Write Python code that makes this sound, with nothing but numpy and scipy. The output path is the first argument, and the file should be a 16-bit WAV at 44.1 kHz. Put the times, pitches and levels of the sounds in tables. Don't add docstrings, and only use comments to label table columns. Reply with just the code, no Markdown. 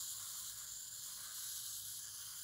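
import sys
import numpy as np
from scipy import signal
from scipy.fft import rfft, irfft
from scipy.io import wavfile
from scipy.ndimage import uniform_filter1d

SR = 44100
rng = np.random.default_rng(int(sys.argv[2]) if len(sys.argv) > 2 else 0)


def generate_wav(signal):
    frames = np.transpose(np.atleast_2d(signal))
    scaled = np.clip(frames, -1, 1) * 32767
    pcm = np.round(scaled).astype(np.int16)
    wavfile.write(sys.argv[1], SR, pcm)


def gain_from_decibels(decibels):
    exponent = np.asarray(decibels, float) / 20
    return 10 ** exponent


N = 107559


def rms_one(x):
    return x / np.sqrt(np.mean(x ** 2) + 1e-20)


def in_time(rows):
    seconds, *columns = np.transpose(rows)
    return [np.interp(np.arange(N) / SR, seconds, column) for column in columns]


def drift(rate_hz):
    pole = np.exp(-2 * np.pi * rate_hz * 20 / SR)
    noise = rng.standard_normal(N // 20 + 4002)
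    slow = signal.lfilter([1], [1, -2 * pole, pole * pole], noise)[4000:]
    return np.interp(np.arange(N) / 20, np.arange(len(slow)), rms_one(slow))


def resonate(x, hz, width_hz):
    r = np.exp(-np.pi * width_hz / SR)
    feedback = [1, -2 * r * np.cos(2 * np.pi * hz / SR), r * r]
    section = [(1 - r * r) / 2, 0, -(1 - r * r) / 2, *feedback]
    return signal.sosfilt([section, section], x)


def teeth(contrast_db):
    # time in seconds, speed in teeth per second.
    gear_speed = [(0, 690), (.1, 620), (.15, 446), (.2, 655), (.45, 636), (.7, 490), (.8, 495), (1.0, 526),
                  (1.1, 446), (1.28, 586), (1.48, 645), (1.65, 570), (1.98, 633), (2.03, 560), (2.3, 416),
                  (2.44, 480)]
    wobble, jitter = .025, .07
    spread_db = 2.4

    speed, = in_time(gear_speed)
    turns = np.cumsum(speed * (1 + wobble * drift(25))) / SR
    count = np.arange(int(turns[-1]))
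    chance = rng.standard_normal((len(count), 2))
    at = np.searchsorted(turns, count + jitter * chance[:, 0]).clip(0, N - 1)
    size_db = spread_db * chance[:, 1]
    alternate = count % 2 - .5
    return at, gain_from_decibels(size_db), gain_from_decibels(size_db + contrast_db[at] * alternate)


def gearbox():
    # time in seconds, level in dB.
    gear_force = [(0.0, -45), (0.22, -47), (0.5, -47.5), (0.54, -50.5), (0.65, -48), (0.66, -53),
                  (0.69, -48), (0.83, -49.5), (0.83, -48), (0.86, -51.5), (0.88, -47), (0.9, -54),
                  (0.93, -49), (1.32, -49), (1.39, -45.5), (1.81, -46.5), (1.82, -47.5), (2.0, -47.5),
                  (2.01, -49.5), (2.33, -49), (2.44, -50)]
    # time in seconds, swing from 0 braced to 1 free,
    # weight shifted forward from 0 to 1, strong-weak contrast of the teeth in dB.
    stride = [(0, 0.34, 0, -15), (.15, 0.28, 0.16, -6.5), (.3, 0.42, 0.14, 2.5), (.5, 0.4, 0, -8),
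              (.6, 0.36, 0, 1), (.75, 0.02, .3, 15), (.95, 0.01, 0.44, 0.5), (1.15, 0.6, .3, -7),
              (1.3, 0.63, 0.1, 6), (1.4, .95, 0.1, -4), (1.55, 1, .05, 1), (1.7, 1, 0, -12.5),
              (1.98, 0.83, 0.15, 9), (2.03, 0.72, .95, 28), (2.2, 0.76, 0.99, 3.5), (2.44, .3, 0.94, -3.5)]
    # centre in Hz, width in Hz of each filter pass, relative level in dB
    # when braced, dB gained when free, dB gained when forward.
    shell = [(2852, 265, -25, 4.5, 4), (3114, 310, -14.5, 5, 3), (3414, 247, -11, 1.5, 0),
             (3790, 380, -12.5, 5.5, -6.5), (4174, 380, -9, 3, -3.5), (4487, 300, -10.5, 1, -1),
             (4866, 600, -11.5, 3, 2.5), (5720, 880, -17.5, 7, -0.3), (6250, 230, -16.5, 6, 8),
             (6495, 490, -10, 5, -0.2), (6810, 330, -6, 0, -7), (7170, 420, 1.5, -5.5, -0.8),
             (7760, 530, -13, 9.5, -9.5), (8420, 830, -10.5, 0.5, -1.5), (10166, 1020, -9.5, 3.5, -0.4),
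             (10700, 730, -13.5, 7, 3), (11340, 540, -12.5, 9, -1), (12070, 800, -17, 4, -5),
             (12960, 800, -14.5, -1, -10), (13800, 690, -14.5, 0, 4), (14350, 790, -12, 1, -4),
             (15200, 700, -15.5, 5, 3.5), (15900, 850, -13, 2, -1)]
    # frequency in Hz, share from 0 to 1.
    knock_share = [(3000, .35), (5000, .35), (7000, .6), (9000, .72), (15000, .72)]
    limp_low_hz, limp_high_hz = 5800, 8000
    knock_scatter_s = .00018
    judder_db, judder_hz = 0.42, 12.2
    flicker_db, flicker_hz = 1.22, 11.1
    shell_low_hz = 2685

    force_db, = in_time(gear_force)
    free, forward, contrast_db = in_time(stride)
    at, even, limping = teeth(contrast_db)
    hiss = rng.standard_normal((len(shell), N))
    out = 0
    for k, (hz, width_hz, braced_db, free_db, forward_db) in enumerate(shell):
        late, sign = rng.random((len(at), 2)).T
        delay = (late * knock_scatter_s * SR).astype(int)
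        size = limping if limp_low_hz < hz < limp_high_hz else even
        knocks = np.zeros(N)
        knocks[np.minimum(at + delay, N - 1)] = size * np.sign(sign - .5)
        share = np.interp(hz, *np.transpose(knock_share))
        drive = np.sqrt(share) * rms_one(knocks) + np.sqrt(1 - share) * hiss[k]
        level_db = braced_db + free * free_db + forward * forward_db
        level_db = level_db + flicker_db * drift(flicker_hz)
        out = out + gain_from_decibels(level_db) * resonate(drive, hz, width_hz)
    out = signal.sosfilt(signal.butter(6, shell_low_hz, "high", fs=SR, output="sos"), out)
    steady = out / np.sqrt(uniform_filter1d(out ** 2, size=6001))
    return gain_from_decibels(force_db + judder_db * drift(judder_hz)) * steady


def feet():
    # time in seconds, level in dB, stance index (higher
    drag = [(0.0, -64, -5), (0.08, -69, -2.5), (0.21, -62.5, -5), (0.37, -64.5, -6.5), (0.55, -66.5, -1.5),
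            (0.6, -62.5, -3.5), (0.77, -70.5, -1.5), (1.07, -68, -3), (1.09, -62, -4.5),
            (1.16, -69.5, -3.5), (1.18, -61.5, -3.5), (1.23, -60.5, -3), (1.85, -70.5, -3),
            (1.92, -67.5, -3), (1.95, -72, -3), (2.09, -64.5, -2.5), (2.1, -68.5, -3.5), (2.21, -64, -2.5),
            (2.31, -66.5, -6), (2.34, -61, -4.5), (2.38, -66, -5), (2.44, -65, 1)]
    # centre in Hz, width in Hz of each filter pass, relative level in dB.
    mat = [(555, 400, -19), (768, 630, -19), (1049, 87, 1), (1187, 296, -3.5), (1416, 187, -4),
           (1534, 90, -2), (1659, 130, -3), (1964, 600, -12.5)]
    grains_per_s = 7000
    wander_db, wander_hz = 2, 2.8
    split_hz, stance_gain_db, stance_mean = 1440, 3.7, -4.5

    drag_db, stance = in_time(drag)
    struck = rng.random(N) < grains_per_s / SR
    grains = struck * rng.standard_normal(N) + 1e-9
    tilt_db = stance_gain_db * (stance - stance_mean)
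    out = 0
    for k, (hz, width_hz, db) in enumerate(mat):
        side = np.tanh(8 * np.log2(hz / split_hz)) * (900 < hz < 1800)
        level_db = db + tilt_db * side / 2 + wander_db * drift(wander_hz)
        out = out + gain_from_decibels(level_db) * (-1) ** k * resonate(grains, hz, width_hz)
    steady = out / np.sqrt(uniform_filter1d(out ** 2, size=8001))
    return gain_from_decibels(drag_db) * steady


def air():
    # frequency in Hz, relative spectral level in dB per Hz.
    room_tone = [(12, -43), (20, -7), (108, -1), (222, -8.5), (375, -15), (468, -17), (549, -12.5),
                 (755, -22.5), (900, -10), (1170, -24), (1980, -120)]
    room_db = -73.5

    hz, db = np.transpose(room_tone)
    bins = np.maximum(np.arange(N // 2 + 1) * SR / N, 1)
    weight = gain_from_decibels(np.interp(np.log(bins), np.log(hz), db))
    noise = irfft(rfft(rng.standard_normal(N)) * weight, N)
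    return gain_from_decibels(room_db) * rms_one(noise)


def hum():
    # centre in Hz, width in Hz of each filter pass, rms level in dB.
    hum_tones = [(50.7, 7.4, -81), (103.4, 7.4, -77), (121.2, 13.4, -81.5), (171.7, 11, -86.5)]

    out = 0
    for hz, width_hz, db in hum_tones:
        tone = resonate(rng.standard_normal(2 * N), hz, width_hz)[N:]
        out = out + gain_from_decibels(db) * rms_one(tone)
    return out


def scene():
    return (gearbox() + feet() + air() + hum())[None, :]


def roll_off(x):
    return signal.sosfilt(signal.butter(12, 16730, fs=SR, output="sos"), x)


def record(dry):
    edge_hz, ripple_db, stop_db = 15720, .5, 70
    low_pass = signal.ellip(14, ripple_db, stop_db, edge_hz, fs=SR, output="sos")
    mix = signal.sosfilt(low_pass, dry)
    return roll_off(mix)


dry = scene()
out = record(dry)
generate_wav(out)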